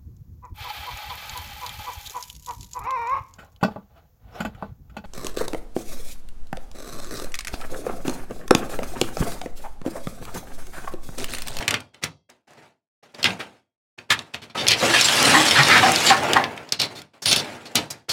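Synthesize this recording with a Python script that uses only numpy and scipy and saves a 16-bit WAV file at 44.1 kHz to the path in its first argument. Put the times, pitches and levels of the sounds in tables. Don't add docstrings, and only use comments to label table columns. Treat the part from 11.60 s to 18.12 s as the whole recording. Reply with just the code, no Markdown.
import sys
import numpy as np
from scipy import signal
from scipy.io import wavfile
from scipy.ndimage import uniform_filter1d

SR = 44100
rng = np.random.default_rng(int(sys.argv[2]) if len(sys.argv) > 2 else 0)


def pcm_store(signal):
    levels = np.round(np.clip(np.atleast_2d(signal), -1, 1) * 32767)
    wavfile.write(sys.argv[1], SR, levels.astype(np.int16).T)


N = 287532
FREQS = np.fft.rfftfreq(8192, 1 / SR) + 1
# (frequency [Hz], level [dB])
THUD_SPECTRUM = [(25, -31), (50, -19.5), (90, -1.5), (160, -0.5), (240, -4.5), (450, -5), (850, -5.5),
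                 (1400, -7.5), (2500, -7.5), (6000, -52)]
# (frequency [Hz], level [dB])
SNAP_SPECTRUM = [(2500, -30.5), (5500, -2.5), (6500, -1.5), (8700, -6), (11000, -11), (13500, -14),
                 (16000, -20.5)]


def clicks(chatter=0.32, rise_s=0.0006, chatter_t60_s=0.015, rattle_t60_s=0.12, thud_t60_s=0.12,
           rattle_db=-16, thud_db=-15.5, spring_db=-46, level_db=-5):
    # (time [s], level [dB], ring centre [Hz], relative snap [dB])
    taps = [(0.0253, -23, 2710, -11), (0.0792, -8, 2440, -5), (0.0885, -13.5, 2380, -10),
            (0.1077, -11, 2710, -6.5), (0.141, -11, 2540, -7.5), (0.2039, -31.5, 2500, 3.5),
            (0.3443, -38, 2480, -14), (0.4368, -12.5, 2350, -9), (0.4404, -15.5, 2760, 13),
            (0.6998, -41.5, 6500, 9), (1.5467, -32.5, 4230, -21.5), (1.629, -13.5, 4170, -18),
            (1.6423, -5, 3260, -16), (1.657, -7.5, 2340, -26.5), (1.7048, -18.5, 2410, -26),
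            (2.387, -28.5, 2470, -27), (2.5038, -8, 2810, -14), (2.5908, -19, 3030, -11.5),
            (2.744, -17.5, 2500, -22), (3.0677, -9.5, 3010, -21.5), (3.0776, -11, 5250, -19),
            (3.0835, -2, 5100, -15.5), (3.1074, -12.5, 2230, -5.5), (3.1166, -6, 4800, -13.5),
            (3.4109, -5, 5060, -6), (3.4856, -7.5, 3080, -11), (3.91, -4, 3600, -23),
            (4.0323, -7.5, 4400, -26), (4.0846, -8.5, 2100, -8.5), (4.3188, -11, 2500, 15),
            (4.3598, -7, 4460, -18), (4.733, -6, 3760, -4.5), (4.8394, -12.5, 2350, -27),
            (4.9768, -23.5, 2460, -11), (5.0898, -32, 4730, -24), (5.1226, -5, 5140, -25),
            (5.1996, -11, 4200, -12), (5.2164, -10, 4530, -19.5), (5.4175, -32, 3580, 0),
            (5.658, -7, 4960, -13), (5.6738, -19, 3960, -14), (5.713, -10, 3730, -8),
            (5.7283, -5.5, 3720, -5), (5.7609, -9, 3800, -2), (6.1549, -5.5, 3730, 1),
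            (6.3078, -21.5, 5770, 7), (6.4932, -17.5, 3330, 3)]
    # (frequency [Hz], level [dB], t60 [s])
    spring_modes = [(2080, 0, 0.34), (2650, -3.5, .35), (3268, -3.5, 0.65)]
    out, t = np.zeros(N), np.arange(SR // 2) / SR
    for start_s, db, hz, snap_db in taps:
        noise = rng.standard_normal((3, len(t)))
        drive = chatter * noise[0] * np.minimum(t / rise_s, 1) * decay(t, chatter_t60_s)
        drive[int(rise_s * SR)] += 1
        blow = unit_burst(steel(drive, hz, snap_db, ripple_db=3), size=88)
        rattle = steel(noise[1] * decay(t, rattle_t60_s), 0.81 * hz, snap_db=-18, ripple_db=6.5)
        thud = coloured(noise[2] * decay(t, thud_t60_s), curve_at(THUD_SPECTRUM, FREQS))
        glance_db = -5 * np.log2(hz / 2780)
        tap = blow + gain_of(rattle_db) * unit_burst(rattle, size=400)
        tap += gain_of(thud_db + glance_db) * unit_burst(thud, size=400)
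        tap += gain_of(spring_db) * ring(spring_modes, t)
        add(out, start_s, gain_of(db + level_db) * tap)
    return out


def steel(drive, centre_hz, snap_db=-20, ripple_db=2.5):
    # (frequency [multiple of centre], level [dB])
    hump = [(.1, -34.5), (.3, -26.5), (.55, -1.5), (1, 5), (1.45, -3), (2.2, -11), (3.2, -19.5), (8, -49.5)]
    # (frequency [Hz], lift [dB], width [Hz])
    case_modes = [(2400, 1, 270), (2840, 3, 750), (3570, 5.5, 440), (4460, 7, 500), (5380, 6, 580),
                  (7500, -8.5, 200), (9300, 1, 900)]
    lifts_db = sum(db / (1 + (2 * (FREQS - hz) / width_hz) ** 2) for hz, db, width_hz in case_modes)
    body = unit_rms(gain_of(curve_at(hump, FREQS / centre_hz) + lifts_db))
    snap = gain_of(snap_db) * unit_rms(gain_of(curve_at(SNAP_SPECTRUM, FREQS)))
    contact_db = ripple_db * smooth_noise(len(FREQS), 26, 14)
    return coloured(drive, 10 * np.log10(body ** 2 + snap ** 2) + contact_db)


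def buckles(flap=0.06, flaps_per_s=1300, crinkle_db=-7, crinkle_hz=1600, wobble=0.025,
            rise_s=0.0069, level_db=-1):
    # (time [s], level [dB], tilt [dB/octave], flapping t60 [s], mode frequency factor)
    knocks = [(2.951, -25.5, -6.5, .05, 1.22), (3.222, -18, -4, 0.14, 0.7), (3.333, -14, 16.5, 0.1, 0.95),
              (3.735, -11.5, 6.5, .31, 1.04), (3.985, -11.5, 5, 0.21, 1.07), (4.1, -12, 20.5, .33, 1.16),
              (4.145, -19, 7, .3, 0.94), (4.226, -12, -4, .22, .99), (4.262, -25, -23, 0.096, 0.89),
              (4.498, -8.5, 0, 0.21, 1.0), (4.62, -23.5, -6.5, 0.17, 0.79), (4.758, -8.5, 1, 0.17, 1.0)]
    # (frequency [Hz], level [dB], t60 [s])
    blade_modes = [(777, -2, 0.22), (803, -1, 0.1), (936, -15, 0.076), (1067, -1.5, 0.15),
                   (1246, 2.5, 0.02), (1430, -25.5, .07), (1460, -23, .09), (1740, -9.5, 0.22),
                   (1823, 1, 0.04), (1990, -5, 0.022), (2010, -16.5, 0.23), (3270, -19, 0.024)]
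    out, t = np.zeros(N), np.arange(SR // 2) / SR
    for start_s, db, tilt_db, t60_s, tuning in knocks:
        flapping = grains(len(t), flaps_per_s, spread_db=4.8) * decay(t, t60_s)
        drive = flap * flapping
        drive[0] += 1
        bend = signal.fftconvolve(drive, ring(blade_modes, t, tilt_db, tuning))[:len(t)]
        warped_s = t + np.cumsum(wobble * smooth_noise(len(t), 500)) / SR
        bend = unit_burst(np.interp(warped_s, t, bend), size=600)
        crinkle = unit_burst(steel(flapping, crinkle_hz * tuning), size=600)
        knock = np.minimum(t / rise_s, 1) * (bend + gain_of(crinkle_db) * crinkle)
        add(out, start_s, gain_of(db + level_db) * knock)
    return out


def scrapes(slips_per_s=9000, rise_share=0.097, hold_share=0.53, release_t60_s=0.083):
    # (time [s], level [dB], length [s], centre [Hz], relative snap [dB])
    slides = [(0.14, -23.5, 0.0052, 2540, -23.5), (0.424, -33, 0.053, 2410, -6.5),
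              (1.65, -17, 0.021, 2720, -30.5), (1.8, -30.5, .02, 2100, -18),
              (2.501, -14.5, 0.043, 1910, -13.5), (2.737, -34, 0.019, 2740, -9),
              (2.816, -42.5, 0.045, 3200, -12), (2.897, -49, 0.018, 3860, -22),
              (2.971, -26, 0.094, 3250, -28), (3.087, -16, 0.096, 3270, -30), (3.328, -18, 0.15, 2600, -20),
              (3.443, -18.5, 0.018, 5000, -26), (3.948, -13.5, .11, 1800, -30),
              (4.079, -14, 0.21, 1740, -22.5), (4.458, -15.5, 0.078, 4070, -27),
              (5.121, -25, 0.01, 4300, -13.5), (5.189, -21, 0.096, 4160, -31),
              (5.349, -39, 0.084, 3870, -7), (5.619, -32.5, 0.038, 5600, -6),
              (5.652, -18.5, 0.1, 4200, -15), (5.711, -15, 0.049, 3740, -14),
              (5.754, -24, 0.085, 4440, -16), (6.053, -41, 0.029, 4280, -13), (6.157, -19, 0.03, 3900, -16),
              (6.302, -32, 0.02, 5820, -4), (6.488, -22, 0.078, 4500, -9)]
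    out, t = np.zeros(N), np.arange(SR // 3) / SR
    for start_s, db, length_s, hz, snap_db in slides:
        attack = np.minimum(t / (rise_share * length_s), 1)
        stroke = attack * decay(np.maximum(t - hold_share * length_s, 0), release_t60_s)
        edge = steel(stroke * grains(len(t), slips_per_s, spread_db=2.5), hz, snap_db)
        rub = coloured(stroke * rng.standard_normal(len(t)), curve_at(THUD_SPECTRUM, FREQS))
        rub_db = -24.5 - 0.52 * db
        scrape = unit_burst(edge, size=500) + gain_of(rub_db) * unit_burst(rub, size=500)
        add(out, start_s, gain_of(db) * scrape)
    return out


def zings(slips_per_s=72):
    # (time [s], length [s], start [Hz], end [Hz], width [Hz], level [dB])
    glides = [(3.415, 0.013, 5470, 5300, 100, -16.5), (3.441, .03, 7400, 7640, 250, -19.5),
              (3.64, 0.077, 9000, 8520, 1486, -26.5), (4.451, 0.061, 7240, 7250, 600, -24),
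              (5.654, .079, 9600, 9500, 450, -28), (5.762, .016, 9750, 9300, 450, -31)]
    out = np.zeros(N)
    for start_s, length_s, start_hz, end_hz, width_hz, db in glides:
        t = np.arange(0, length_s, 1 / SR)
        stutter = 1 + 0.5 * np.sin(2 * np.pi * slips_per_s * t)
        mode = narrow_noise(t, np.linspace(start_hz, end_hz, len(t)), width_hz)
        add(out, start_s, gain_of(db) * stutter * mode * signal.windows.tukey(len(t), 0.3))
    return out


def rustle(cloth_db=-2, swish_db=-4, grit_db=-2.5, crackle_db=-13.5, clump_db=1):
    # (frequency [Hz], level [dB])
    cloth_spectrum = [(25, -44.5), (50, -25), (85, -7), (130, 0), (200, -3.5), (290, 1), (420, -0.5),
                      (620, 1.5), (900, -2), (2000, -39.5)]
    swish_spectrum = [(300, -30), (600, -6), (780, -3.5), (1300, 1.5), (2100, 1), (2700, -2), (5000, -32.5)]
    grit_spectrum = [(1200, -39), (2200, -6.5), (2800, -0.5), (4500, -2.5), (6000, -7), (8000, -10),
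                     (11000, -16.5), (16000, -33.5)]
    clumps = gain_of(clump_db * smooth_noise(N, 600, 300))
    cloth = unit_rms(coloured(rng.standard_normal(N), curve_at(cloth_spectrum, FREQS)))
    folds = grains(N, per_s=6000, spread_db=1.5)
    swish = shifting_resonances(coloured(folds, curve_at(swish_spectrum, FREQS)), depth_db=2)
    sand = grains(N, per_s=9000, spread_db=3)
    crunch = shifting_resonances(coloured(sand, curve_at(grit_spectrum, FREQS)), depth_db=3)
    cracks = grains(N, per_s=64, spread_db=4.5)
    crackle = unit_rms(coloured(cracks, curve_at(SNAP_SPECTRUM, FREQS)))
    grit = crunch + gain_of(crackle_db) * crackle
    layers = [gain_of(cloth_db) * cloth, gain_of(swish_db) * swish, gain_of(grit_db) * grit]
    return clumps * (movement() * layers).sum(0)


def movement(rise_s=0.0082, settle_db_per_s=255.5, turn_fade_s=0.05, sliding_share=0.38):
    # (time [s], hold [s], effort [dB])
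    body_shifts = [(0.0, 0.013, -30.5), (0.108, 0.023, -31.5), (0.333, 0.021, -57.5), (0.414, .02, -46),
                   (0.689, 0.013, -52.5), (0.87, 0.086, -55.5), (0.969, 0.094, -55.5),
                   (1.426, 0.011, -51.5), (1.48, 0.042, -68), (1.538, .02, -47), (1.581, 0.064, -42.5),
                   (1.64, 0.068, -34), (1.79, 0.014, -36), (1.86, 0.11, -61.5), (2.376, 0.013, -48),
                   (2.49, 0.022, -43.5), (2.57, 0.038, -46), (2.66, .05, -59), (2.73, 0.042, -53),
                   (2.82, 0.038, -50.5), (2.946, 0.11, -32), (5.199, 0.058, -36.5), (5.3, 0.11, -49.5),
                   (5.533, 0.016, -52.5), (5.67, 0.15, -35.5), (5.84, 0.12, -40), (6.001, 0.14, -49),
                   (6.148, 0.031, -26.5), (6.3, 0.057, -49), (6.483, .035, -37.5)]
    # (time [s], effort [dB], sliding grit [dB])
    turn = [(3.16, -29, -50), (3.196, -39, -33), (3.234, -19.5, -31.5), (3.418, -33.5, -27.5),
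            (3.678, -21, -25), (3.904, -27.5, -28), (4.272, -22, -31.5), (4.424, -31.5, -30),
            (4.482, -23.5, -28.5), (4.592, -27.5, -41), (4.764, -21, -40), (4.872, -34, -57),
            (5.1, -48, -63.5)]
    t, shifts = np.arange(N) / SR, np.zeros(N)
    for start_s, hold_s, db in body_shifts:
        settled_db = settle_db_per_s * np.maximum(t - start_s - hold_s, 0)
        shifts += np.clip((t - start_s) / rise_s, 0, 1) * gain_of(db - settled_db)
    times_s, *curves_db = np.transpose(turn)
    turning = np.clip(np.minimum(t - times_s[0], times_s[-1] - t) / turn_fade_s + 1, 0, 1)
    effort_db, sliding_db = (np.interp(t, times_s, curve) for curve in curves_db)
    sleeves_db = effort_db + sliding_share * (sliding_db - effort_db)
    cloth = gain_of(1.5) * shifts + turning * gain_of(effort_db + 0.5)
    swish = gain_of(1) * shifts + turning * gain_of(sleeves_db + 6.5)
    grit = gain_of(-4.5) * shifts + turning * gain_of(sliding_db + 9)
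    return np.array([cloth, swish, grit])


def shifting_resonances(x, depth_db):
    spectra = signal.stft(x, nperseg=512, noverlap=384)[2]
    patches = uniform_filter1d(rng.standard_normal(spectra.shape), size=4, axis=0)
    patches = unit_rms(uniform_filter1d(patches, size=12, axis=1))
    return unit_rms(signal.istft(spectra * gain_of(depth_db * patches), nperseg=512, noverlap=384)[1][:N])


def steps(rise_s=0.031, scuff=0.06):
    # (time [s], level [dB], frequency [Hz], t60 [s])
    footfalls = [(1.679, -32, 186, .14), (3.227, -29, 167, 0.045), (3.292, -26, 342.4, .12),
                 (3.641, -24, 270.5, 0.42), (3.691, -28, 165, 0.27), (3.757, -21.5, 311, 0.14),
                 (3.981, -21, 141, .14), (4.192, -29.5, 118.5, .22), (4.225, -23.5, 285, 0.043)]
    out, t = np.zeros(N), np.arange(SR // 2) / SR
    for start_s, db, hz, t60_s in footfalls:
        tone = np.sin(2 * np.pi * hz * t) + scuff * narrow_noise(t, hz, hz / 2)
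        boom = tone * np.minimum(t / rise_s, 1) * decay(t, t60_s)
        add(out, start_s, gain_of(db) * unit_burst(boom, size=800))
    return out


def bay_echo(x, build_s=0.014):
    # (frequency [Hz], t60 [s])
    decay_times = [(100, 0.33), (260, 0.24), (700, 0.3), (1840, 0.087), (4850, 0.29), (14000, 0.13)]
    # (frequency [Hz], level [dB])
    echo_spectrum = [(100, 4.5), (700, -4), (1500, -0.5), (3000, -8), (6000, -16.5), (14000, -19.5)]
    hz, t, spectra = signal.stft(rng.standard_normal(SR), SR, nperseg=256)
    t60_s = curve_at(decay_times, hz + 1)[:, None]
    unit_energy = np.sqrt(2 * np.log(1000) / (t60_s * SR))
    band_gain = gain_of(curve_at(echo_spectrum, hz + 1)[:, None]) * unit_energy
    tail = signal.istft(spectra * band_gain * decay(t, t60_s), SR, nperseg=256)[1]
    build = np.minimum(np.arange(len(tail)) / SR / build_s, 1)
    return signal.fftconvolve(x, tail * build)[:N]


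def ring(modes, t, tilt_db_per_octave=0, tuning=1):
    out = np.zeros(len(t))
    for hz, db, t60_s in modes:
        gain = rng.choice([-1, 1]) * gain_of(db + tilt_db_per_octave * np.log2(hz / modes[0][0]))
        out += gain * decay(t, t60_s) * np.sin(2 * np.pi * hz * tuning * t)
    return out


def grains(count, per_s, spread_db):
    size = gain_of(spread_db * np.minimum(rng.exponential(1, count), 4))
    return unit_rms(size * rng.choice([-1, 1], count) * (rng.random(count) < per_s / SR))


def narrow_noise(t, hz, width_hz):
    pole = np.exp(-np.pi * width_hz / SR)
    noise = rng.standard_normal(len(t)) + 1j * rng.standard_normal(len(t))
    wobble = signal.lfilter([1], np.poly([pole, pole]), noise)
    carrier = np.exp(2j * np.pi * np.cumsum(hz * np.ones(len(t))) / SR)
    return unit_rms((wobble * carrier).real)


def smooth_noise(count, *sizes):
    noise = rng.standard_normal(count)
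    for size in sizes:
        noise = uniform_filter1d(noise, size)
    return unit_rms(noise)


def coloured(x, db):
    log_gain = np.log(gain_of(np.r_[db, db[-2:0:-1]]))
    taps = np.fft.ifft(np.exp(np.conj(signal.hilbert(log_gain)))).real
    return signal.fftconvolve(x, taps[:len(taps) // 2])[:len(x)]


def curve_at(points, hz):
    points_hz, values = np.transpose(points)
    return np.interp(np.log(hz), np.log(points_hz), values)


def gain_of(db):
    return 10 ** (np.asarray(db) / 20)


def decay(t, t60_s):
    return gain_of(-60 * t / t60_s)


def unit_rms(x):
    return x / np.sqrt(np.mean(x ** 2) + 1e-20)


def unit_burst(x, size):
    return x / np.sqrt(uniform_filter1d(x ** 2, size, mode="constant").max() + 1e-20)


def add(mix, start_s, sound):
    part = mix[max(round(start_s * SR), 0):][:len(sound)]
    part += sound[:len(part)]


def scene():
    taps = clicks()
    slides = scrapes() + zings()
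    blade = buckles()
    body = rustle() + steps()
    echo = bay_echo(gain_of(-3) * taps + gain_of(-2.5) * slides + gain_of(-8) * blade + gain_of(-3.5) * body)
    return (taps + slides + blade + body + echo)[None]


def record(dry, low_cut_hz=48, gate_db=-68, gate_slope=0.1, high_cut_hz=16100):
    cut = signal.sosfilt(signal.butter(2, low_cut_hz, "highpass", fs=SR, output="sos"), dry)
    power_db = 10 * np.log10(abs(uniform_filter1d(cut ** 2, size=900)) + 1e-14)
    gated = cut * gain_of(gate_slope * np.minimum(power_db - gate_db, 0))
    rounded = gated / (1 + gated ** 8) ** (1 / 8)
    lowpass = signal.firwin(255, high_cut_hz, window=("kaiser", 8), fs=SR)
    return signal.oaconvolve(rounded, lowpass[None], "same")


dry = scene()
out = record(dry)
pcm_store(out)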